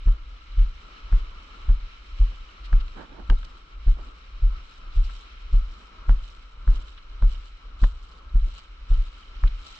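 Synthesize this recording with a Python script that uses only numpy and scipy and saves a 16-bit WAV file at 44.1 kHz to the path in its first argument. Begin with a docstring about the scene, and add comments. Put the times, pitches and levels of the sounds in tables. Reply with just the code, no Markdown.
"""A beach, ankle-deep in the wash: someone wades along with a small action camera in the hand.
Every step jolts the camera into a deep swaying thud with a soft heel knock; at times its mount clacks.
Close by, the feet throw up drops, short slaps of water and bubbles, all shaped from noise and pings.
Further out breakers roar as coloured noise; nearer foam fizzes with bubbles, and wind puffs at the ports.
Airborne sound takes on the peaks and hollows of the two microphone ports."""
import sys
import numpy as np
from scipy import signal
from scipy.fft import rfft, irfft
from scipy.io import wavfile
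from scipy.ndimage import uniform_filter1d, map_coordinates

SR = 44100
rng = np.random.default_rng(int(sys.argv[2]) if len(sys.argv) > 2 else 0)


def inscribe(sig):
    """Save sig as 16-bit PCM at rate SR to the path in sys.argv[1].

    A 1-D sig is mono; a 2-D sig holds one channel per row.
    Samples are clipped to [-1, 1] before scaling.
    """
    pcm = np.round(np.clip(np.atleast_2d(sig).T, -1, 1) * 32767)
    wavfile.write(sys.argv[1], SR, pcm.astype(np.int16))


N = 431738
T = np.arange(N) / SR
FREQS = np.maximum(np.arange(N // 2 + 1) * SR / N, 1)  # never 0 Hz

# The walk, one row a step: (heel strike [s], jolt before the travel limit [dB], nominal sway [Hz],
# sway swell time [s], heel knock [dB], rebound before the travel limit [dB],
# landing splash before the spray gain [dB], drag splash before the spray gain [dB], drag delay [s])
STEPS = [(.07, -6, 34.9, 0.03, -29.5, -25.5, -83, -97, 0.3),
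         (.582, -7.5, 35.5, 0.037, -39, -17.5, -85, -82.5, 0.22),
         (1.13, -6.5, 34.7, .027, -31.5, -27.5, -80, -81, 0.32),
         (1.695, -6, 35.7, .025, -30.5, -24, -82, -90, 0.35),
         (2.208, -7, 37.7, .027, -33.5, -28, -79, -83, 0.17),
         (2.733, -6.5, 33.4, 0.029, -31, -18.5, -85, -79, 0.23),
         (3.304, -6.5, 32.4, 0.029, -27, -24, -81, -79.5, 0.17),
         (3.875, -6, 33.1, 0.03, -30, -24, -77.5, -77, 0.16),
         (4.432, -8.5, 35.8, 0.033, -39, -19.5, -83, -77, 0.26),
         (4.971, -8.5, 33.5, 0.035, -39, -19, -77.5, -71, 0.13),
         (5.537, -7, 33.9, 0.035, -31.5, -24, -73.5, -77, 0.22),
         (6.093, -5.5, 36.2, 0.03, -25.5, -18, -78, -73, 0.19),
         (6.683, -6.5, 36, 0.026, -31, -19, -78, -72.5, 0.13),
         (7.228, -6, 34.7, .032, -29.5, -26, -78, -74, 0.14),
         (7.829, -5.5, 34, .025, -24.5, -36, -67.5, -78, 0.23),
         (8.353, -7.5, 35, 0.026, -33, -13.5, -83, -73, 0.17),
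         (8.912, -7, 32.5, .026, -35, -12, -76.5, -72.5, 0.19),
         (9.442, -7, 34.7, 0.021, -32.5, -21, -74, -67, 0.26)]


def thuds(travel=0.54, stiffening=0.18):
    """Each step jolts the camera three times: a light push-off, the heel strike and a rebound as the sole lands."""
    push_off_s, push_off_hz, push_off_swell_s = 0.091, 39.3, 0.019  # the other foot, before the strike
    push_off_db = -27.5  # against the jolt
    load_s = 0.0122  # the leg takes the load this long before the heel stops
    rebound_s, rebound_hz, rebound_swell_s = 0.0593, 33.3, 0.027  # the sole comes down flat after the heel
    out = np.zeros(N)
    for strike_s, jolt_db, sway_hz, swell_s, _, rebound_db, *_ in STEPS:
        push_off = sway(push_off_hz, push_off_swell_s, stiffening)
        add(out, strike_s - push_off_s, undb(jolt_db + push_off_db) * push_off)
        add(out, strike_s - load_s, undb(jolt_db) * sway(sway_hz, swell_s, stiffening))
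        add(out, strike_s + rebound_s, undb(rebound_db) * sway(rebound_hz, rebound_swell_s, stiffening))
    return travel * np.tanh(out / travel)  # wide swings are softly limited


def sway(hz, swell_s, stiffening):
    """The camera swings for a few cycles until the hand stills it; the grip stiffens on wide swings."""
    t = T[:SR // 4]
    envelope = t / swell_s * np.exp(.5 - .5 * (t / swell_s) ** 2)
    swing_hz = hz * (1 + stiffening * (envelope ** 2 - .55))
    turns = np.cumsum(swing_hz) / SR
    return -envelope * np.sin(2 * np.pi * turns)


def heels(push_s=0.0024, lo_hz=105, hi_hz=250, grit=0.22, grit_s=0.0071, tail=0.026, tail_s=0.046,
          kick_db=-17.5, kick_hz=62, kick_s=0.0064, kick_lag_s=0.0027):
    """A heel meets packed sand: a kick up the leg, a soft knock, then a dull scrunch as the sole settles."""
    # spectrum of the sand's scrunch: (frequency [Hz], density [dB])
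    scrunch_spectrum = [(60, -22), (130, 0), (180, -3), (280, -9), (600, -16), (1500, -19), (3000, -42),
                        (8000, -68)]
    out, t = np.zeros(N), T[:SR // 4]
    around = t - 1 / 32  # time about the centre of the kick
    kick = np.exp(-.5 * (around / kick_s) ** 2) * np.sin(2 * np.pi * kick_hz * around)
    knock = band(np.exp(-t / push_s), lo_hz, hi_hz)
    knock = knock / np.abs(knock).max()
    settling = grit * t / grit_s * np.exp(1 - t / grit_s) + tail * np.exp(-t / tail_s)
    for strike_s, jolt_db, _, _, knock_db, *_ in STEPS:
        scrunch = colour(rng.standard_normal(len(t)), scrunch_spectrum) * settling
        add(out, strike_s, undb(knock_db) * (knock + scrunch))
        add(out, strike_s + around[0] + kick_lag_s, undb(jolt_db + kick_db) * kick)
    return out


def clacks(rattle=0.46, focus=4.1, top_hz=8000):
    """The mount takes up its play and rings the housing; each contact favours the modes near its own centre."""
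    # play in the camera mount: (time [s], level [dB], centre [Hz], left minus right [dB])
    contacts = [(0.083, -35, 900, 8), (1.127, -30.5, 1300, 3), (1.691, -35, 900, -9),
                (2.7296, -25.5, 1500, 3), (3.2994, -17, 1720, -1.5), (3.3003, -23.5, 3100, 8),
                (6.092, -36, 970, -4), (6.094, -24, 650, -10.5), (6.677, -27.5, 1010, 1),
                (7.224, -33, 1000, -15), (7.8387, -23, 1650, 6), (7.8414, -22, 660, -15),
                (7.8425, -34.5, 3300, -4.5), (9.438, -26, 1400, -6)]
    # resonances of the camera housing: (nominal frequency [Hz], 60 dB decay [s], level [dB])
    housing_modes = [(560, .024, -2), (755, 0.02, -7.5), (990, .016, 6), (1340, 0.013, 16.5),
                     (1598, 0.022, 9.5), (2970, 0.033, -4), (3560, 0.014, -23), (4230, 0.0056, -16),
                     (7600, .004, -21.5)]
    out, t = np.zeros((2, N)), T[:SR // 16]
    dying = np.exp(-t / .0018)
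    for s, db, centre_hz, pan_db in contacts:
        ring = 0
        for hz, t60, mode_db in housing_modes:
            detune = 1 + 0.042 * rng.standard_normal((2, 1))  # each channel its own
            weight = undb(mode_db) / np.hypot(1, focus * (hz / centre_hz - centre_hz / hz))
            decay = np.exp(-np.log(1000) * t / t60)
            ring = ring + weight * decay * np.sin(2 * np.pi * hz * detune * t)
        noise = rng.standard_normal((2, len(t)))
        chatter = unit(band(noise, centre_hz / 2, 1.09 * centre_hz)) * dying
        add(out, s, undb(db) * pan(pan_db) * (ring / np.abs(ring).max() + rattle * chatter))
    return band(out, 150, top_hz, order=5)


def handling(rest_db=-48, stirred_db=-35.0):
    """The hand-held camera never rests: a low rumble that swells around each step."""
    # spectrum of the rumble in the hand: (frequency [Hz], density [dB])
    rumble_spectrum = [(8, -20.5), (22, -1.5), (38, 2.5), (55, -3.5), (80, -21), (130, -32.5), (300, -53.5),
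                       (1000, -95)]
    stirred = near_step(lag_s=0.066, attack_s=0.11, release_s=0.096)
    rumble = colour(rng.standard_normal(N), rumble_spectrum)
    return rumble * (undb(rest_db) + undb(stirred_db) * stirred)


def wading(spray_db=11, trickle_db=-85, mist=0.51, pings=0.66, flutter_db=2.4):
    """Each step throws up drops and bubbles twice: as the foot lands, and as the other foot drags forward."""
    # spectrum of drops and mist close to the feet: (frequency [Hz], density [dB])
    spray_spectrum = [(800, -0.5), (2000, -5.5), (3500, 3.5), (5500, -5.5), (7600, -7), (8600, -22),
                      (10000, -37), (15000, -37.5)]
    splash_attack_s, splash_release_s = 0.022, 0.057  # the foot enters the water
    drag_attack_s, drag_release_s = 0.064, 0.087  # the other foot is drawn forward through it
    flow = undb(trickle_db)
    for strike_s, *_, splash_db, drag_db, delay_s in STEPS:
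        flow = flow + undb(splash_db) * swell(strike_s, splash_attack_s, splash_release_s)
        flow = flow + undb(drag_db) * swell(strike_s + delay_s, drag_attack_s, drag_release_s)
    drops = grains(rate=1500, spread_db=2.8)
    spray = colour(drops + mist * rng.standard_normal((2, N)), spray_spectrum)
    spray = spray + pings * bubbles(rate=400, lo_hz=2256, hi_hz=5860, spread_db=2.0, cycles=6.2)
    return spray * flow * undb(spray_db + flutter_db * walk(35))


def slaps():
    """Now and then a larger splash of water falls back with a short slap, a bell-shaped burst of noise."""
    # water thrown up by the feet: (time [s], level [dB], centre [Hz], bell width [s])
    splashes = [(0.594, -52, 3000, .006), (2.655, -49.5, 3500, 0.011), (2.809, -49.5, 3200, 0.0055),
                (2.882, -46, 2700, 0.0015), (3.432, -46, 2350, 0.0019), (3.45, -49.5, 4100, 0.0033),
                (5.05, -54, 4400, 0.0058), (5.1, -52, 1600, 0.0063), (6.884, -55, 3100, .005),
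                (6.981, -52.5, 2940, .008), (7.354, -54, 2560, 0.0054), (9.478, -45, 3000, 0.0048)]
    out, t = np.zeros((2, N)), T[:SR // 8] - 1 / 16
    for s, db, hz, width_s in splashes:
        burst = unit(band(rng.standard_normal((2, len(t))), hz / 2.04, hz * 1.34, order=3))
        add(out, s + t[0], undb(db) * burst * np.exp(-.5 * (t / width_s) ** 2))
    return out


def wind(pan_db=-9, flutter_db=2):
    """Short puffs flutter across the ports, mostly the right one; each is as dull as its top frequency."""
    # puffs on the ports: (time [s], level before pan and flutter [dB], bell width [s], top [Hz])
    puffs = [(2.323, -55, 0.015, 1000), (3.006, -42, 0.027, 2000), (3.119, -54, 0.027, 1490),
             (3.192, -45, 0.025, 1150), (3.321, -40, 0.014, 690), (3.991, -53.5, 0.027, 1800),
             (4.087, -54.5, 0.015, 600), (5.82, -57.5, 0.028, 600), (6.74, -57, 0.054, 1800),
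             (8.48, -58, 0.027, 600)]
    # spectrum of the eddies at the ports: (frequency [Hz], density [dB])
    eddy_spectrum = [(60, -7.5), (250, 7.5), (450, 2), (850, -2), (1300, -12), (1700, -1), (2400, -18.5),
                     (6000, -50)]
    eddies = colour(ports(shared_hz=350), eddy_spectrum) * undb(flutter_db * walk(120))
    out = np.zeros((2, N))
    for s, db, width_s, top_hz in puffs:
        out += band(eddies, 60, top_hz) * undb(db) * np.exp(-.5 * ((T - s) / width_s) ** 2)
    return pan(pan_db) * out


def sea(roar_db=-3, foam_db=0.21, popping=0.37, roar_stir_db=2.17, foam_stir_db=1.5,
        roar_flicker_db=1.67, foam_flicker_db=1.0):
    """Far breakers merge into a roar; near foam is bursting bubbles over a hiss.

    The wash stirred by the feet adds a little to both at each step."""
    # slow swell of the far breakers: (time [s], level before roar gain, stir and flicker [dB])
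    surf = [(0.25, -59.5), (0.85, -57), (1.4, -54.0), (2, -59), (2.5, -57.5), (3.6, -58), (4.2, -59),
            (5.1, -58), (5.8, -56), (6.45, -59.5), (7, -58.0), (7.55, -60), (8.15, -59), (8.65, -59.5),
            (9.2, -58), (9.79, -55.5)]
    # foam of the small waves running up nearby: (time [s], level before foam gain, stir and flicker [dB])
    wash = [(0.25, -60.5), (0.85, -56.0), (1.4, -56.5), (2, -57), (2.5, -57.0), (3.05, -59.5), (3.6, -61),
            (4.2, -59.5), (4.75, -59.0), (5.3, -58), (6.5, -62), (7.55, -61), (8.15, -64), (8.7, -60.5),
            (9.2, -57.5), (9.79, -58)]
    # spectra of the far roar and of the near hiss: (frequency [Hz], density [dB])
    roar_spectrum = [(60, -6.5), (150, 2), (300, 2), (500, -1), (800, -6), (1200, 0), (1800, -10),
                     (3000, -16), (6000, -40), (12000, -69)]
    foam_spectrum = [(500, -16.5), (1200, -6.5), (2200, 6), (3200, -1), (4300, -5.5), (5600, -7.5),
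                     (7500, -22), (12000, -52)]
    (surf_db,), (wash_db,) = curves(surf), curves(wash)
    stir = near_step(lag_s=0.02, attack_s=0.097, release_s=0.07)
    roar_level_db = surf_db + roar_db + roar_stir_db * stir + roar_flicker_db * walk(10)
    foam_level_db = wash_db + foam_db + foam_stir_db * stir + foam_flicker_db * walk(20)
    roar = colour(seaward(direct=0.26), roar_spectrum)
    hiss = colour(seaward(direct=0.22), foam_spectrum)
    fizz = hiss + popping * bubbles(rate=1200, lo_hz=1990, hi_hz=4310, spread_db=4.0, cycles=11.0)
    return roar * undb(roar_level_db) + fizz * undb(foam_level_db)


def seaward(direct):
    """Noise from the sea: a share arrives from one bearing, the left port first; the rest from all around."""
    # the camera turns to face the sea: (time [s], lead of the left port [s])
    bearing = [(0, 0.00029), (5.4, 0.00024), (6.1, 0.00012), (9.79, 0.00014)]
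    lead, = curves(bearing)
    front = rng.standard_normal(N)
    late = map_coordinates(front, [(T - lead) * SR], order=3, mode="nearest")
    return np.sqrt(direct) * np.array([front, late]) + np.sqrt(1 - direct) * ports(shared_hz=443)


def ports(shared_hz):
    """Noise from all around: alike in both ports well below shared_hz, unrelated well above."""
    mid, side = rfft(rng.standard_normal((2, N)))
    alike = 1 / (1 + (FREQS / shared_hz) ** 2)
    opposite = np.array([[1], [-1]]) * side * np.sqrt(1 - alike)
    return irfft(mid * np.sqrt(1 + alike) + opposite, N) / np.sqrt(2)


def bubbles(rate, lo_hz, hi_hz, spread_db, cycles=4, glide=0.11):
    """Countless short pings, each rising in pitch as its bubble surfaces; very uneven in size."""
    count, t = int(rate * N / SR), T[:256]
    start, pitch, loud, left, right = rng.random((count, 5)).T[:, :, None]
    turns = lo_hz * (hi_hz / lo_hz) ** pitch * t
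    size = undb(spread_db * np.minimum(-np.log(1 - loud), 5))
    ping = size * np.exp(-turns / cycles) * np.sin(2 * np.pi * turns * (1 + glide * t / t[-1] / 2))
    index = (start * N).astype(int) + np.arange(len(t))
    # a random signed gain in each channel
    return unit(np.array([np.bincount(index.ravel(), (ping * (side - .5)).ravel(), N)[:N]
                          for side in (left, right)]))


def grains(rate, spread_db):
    """Sparse clicks of very uneven size, each with its own direction."""
    size = (rng.random(N) < rate / SR) * undb(spread_db * np.minimum(rng.exponential(size=N), 5))
    return unit(size * rng.standard_normal((2, N)))


def swell(s, attack_s, release_s):
    """A smooth rise to 1 at time s and a fall after it, each half a bell."""
    width_s = np.where(T < s, attack_s, release_s)
    return np.exp(-.5 * np.minimum(((T - s) / width_s) ** 2, 100))


def near_step(lag_s, attack_s, release_s):
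    """Rises to about 1 shortly after every heel strike."""
    return sum(swell(strike_s + lag_s, attack_s, release_s) for strike_s, *_ in STEPS)


def walk(rate):
    """Random levels held 1 / rate s and slewed; rms 1."""
    k = int(SR / rate)
    return unit(uniform_filter1d(rng.standard_normal(N)[np.arange(N) // k], k))


def undb(db):
    """Decibels to gain."""
    return 10 ** (np.asarray(db) / 20)


def unit(x):
    """Scale to rms 1."""
    return x / np.sqrt(np.mean(x ** 2))


def curves(table):
    """The columns of a table after its times [s], one value a sample."""
    s, *columns = np.transpose(table)
    return [np.interp(T, s, c) for c in columns]


def colour(x, spectrum):
    """Give x a spectrum of (Hz, dB) points, joined along log frequency, at rms 1."""
    hz, db = np.transpose(spectrum)
    size = x.shape[-1]
    freqs = np.maximum(np.arange(size // 2 + 1) * SR / size, 1)
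    gain = undb(np.interp(np.log(freqs), np.log(hz), db))
    return unit(irfft(rfft(x) * gain, size))


def band(x, lo_hz, hi_hz, order=2):
    """Causal band-pass."""
    sos = signal.butter(order, [lo_hz, min(hi_hz, SR / 2 - 1)], "band", fs=SR, output="sos")
    return signal.sosfilt(sos, x)


def pan(db):
    """Gains of the two channels for a left minus right level."""
    return undb(np.array([[db], [-db]]) / 2)


def add(out, s, sound):
    """Mix a sound in from time s, or from the start if s is negative."""
    i = max(int(s * SR), 0)
    out[..., i:i + sound.shape[-1]] += sound[..., :N - i]


def through_ports(air):
    """Airborne sound takes on the resonances of each microphone port."""
    # peaks and hollows of the two ports: (frequency [Hz], width at half the dB height [Hz], level [dB])
    left_port = [(700, 140, -3.5), (1160, 348, 7.5), (1333, 130, 11), (1543, 347, 5.5), (2060, 580, -2.5),
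                 (2916, 970, 3), (4050, 660, 5), (4750, 400, -3.5), (5620, 78, 7.5), (6020, 910, -1.5),
                 (7750, 450, 6.5)]
    right_port = [(1295, 813, 7.5), (1837, 550, -4), (2220, 380, 2.5), (2900, 220, 2), (3064, 350, 8),
                  (3730, 780, -1.5), (3940, 590, 7.5), (4730, 110, 6.5), (5270, 160, 6.5), (7930, 560, -27)]
    db = np.zeros((2, len(FREQS)))
    for channel, port in enumerate((left_port, right_port)):
        for hz, width_hz, peak_db in port:
            db[channel] += peak_db * np.exp(-np.log(2) * (2 * (FREQS - hz) / width_hz) ** 2)
    return irfft(rfft(air) * undb(db), N)


def scene(low_cut_hz=4.6):
    """Shocks and clacks travel through the camera body; water and wind arrive through the air."""
    shock = thuds() + heels() + handling()
    # the left capsule loses the deepest bass a little sooner, which turns its phase
    left = signal.sosfilt(signal.butter(1, low_cut_hz, "high", fs=SR, output="sos"), shock)
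    body = np.array([left, shock]) * pan(0.54) + clacks()
    air = wading() + slaps() + wind() + sea()
    return body + through_ports(air)


def record(dry, top_hz=12700):
    """The camera cuts the top with a steep low-pass."""
    return signal.sosfilt(signal.ellip(8, .2, 70, top_hz, fs=SR, output="sos"), dry)


dry = scene()
out = record(dry)
inscribe(out)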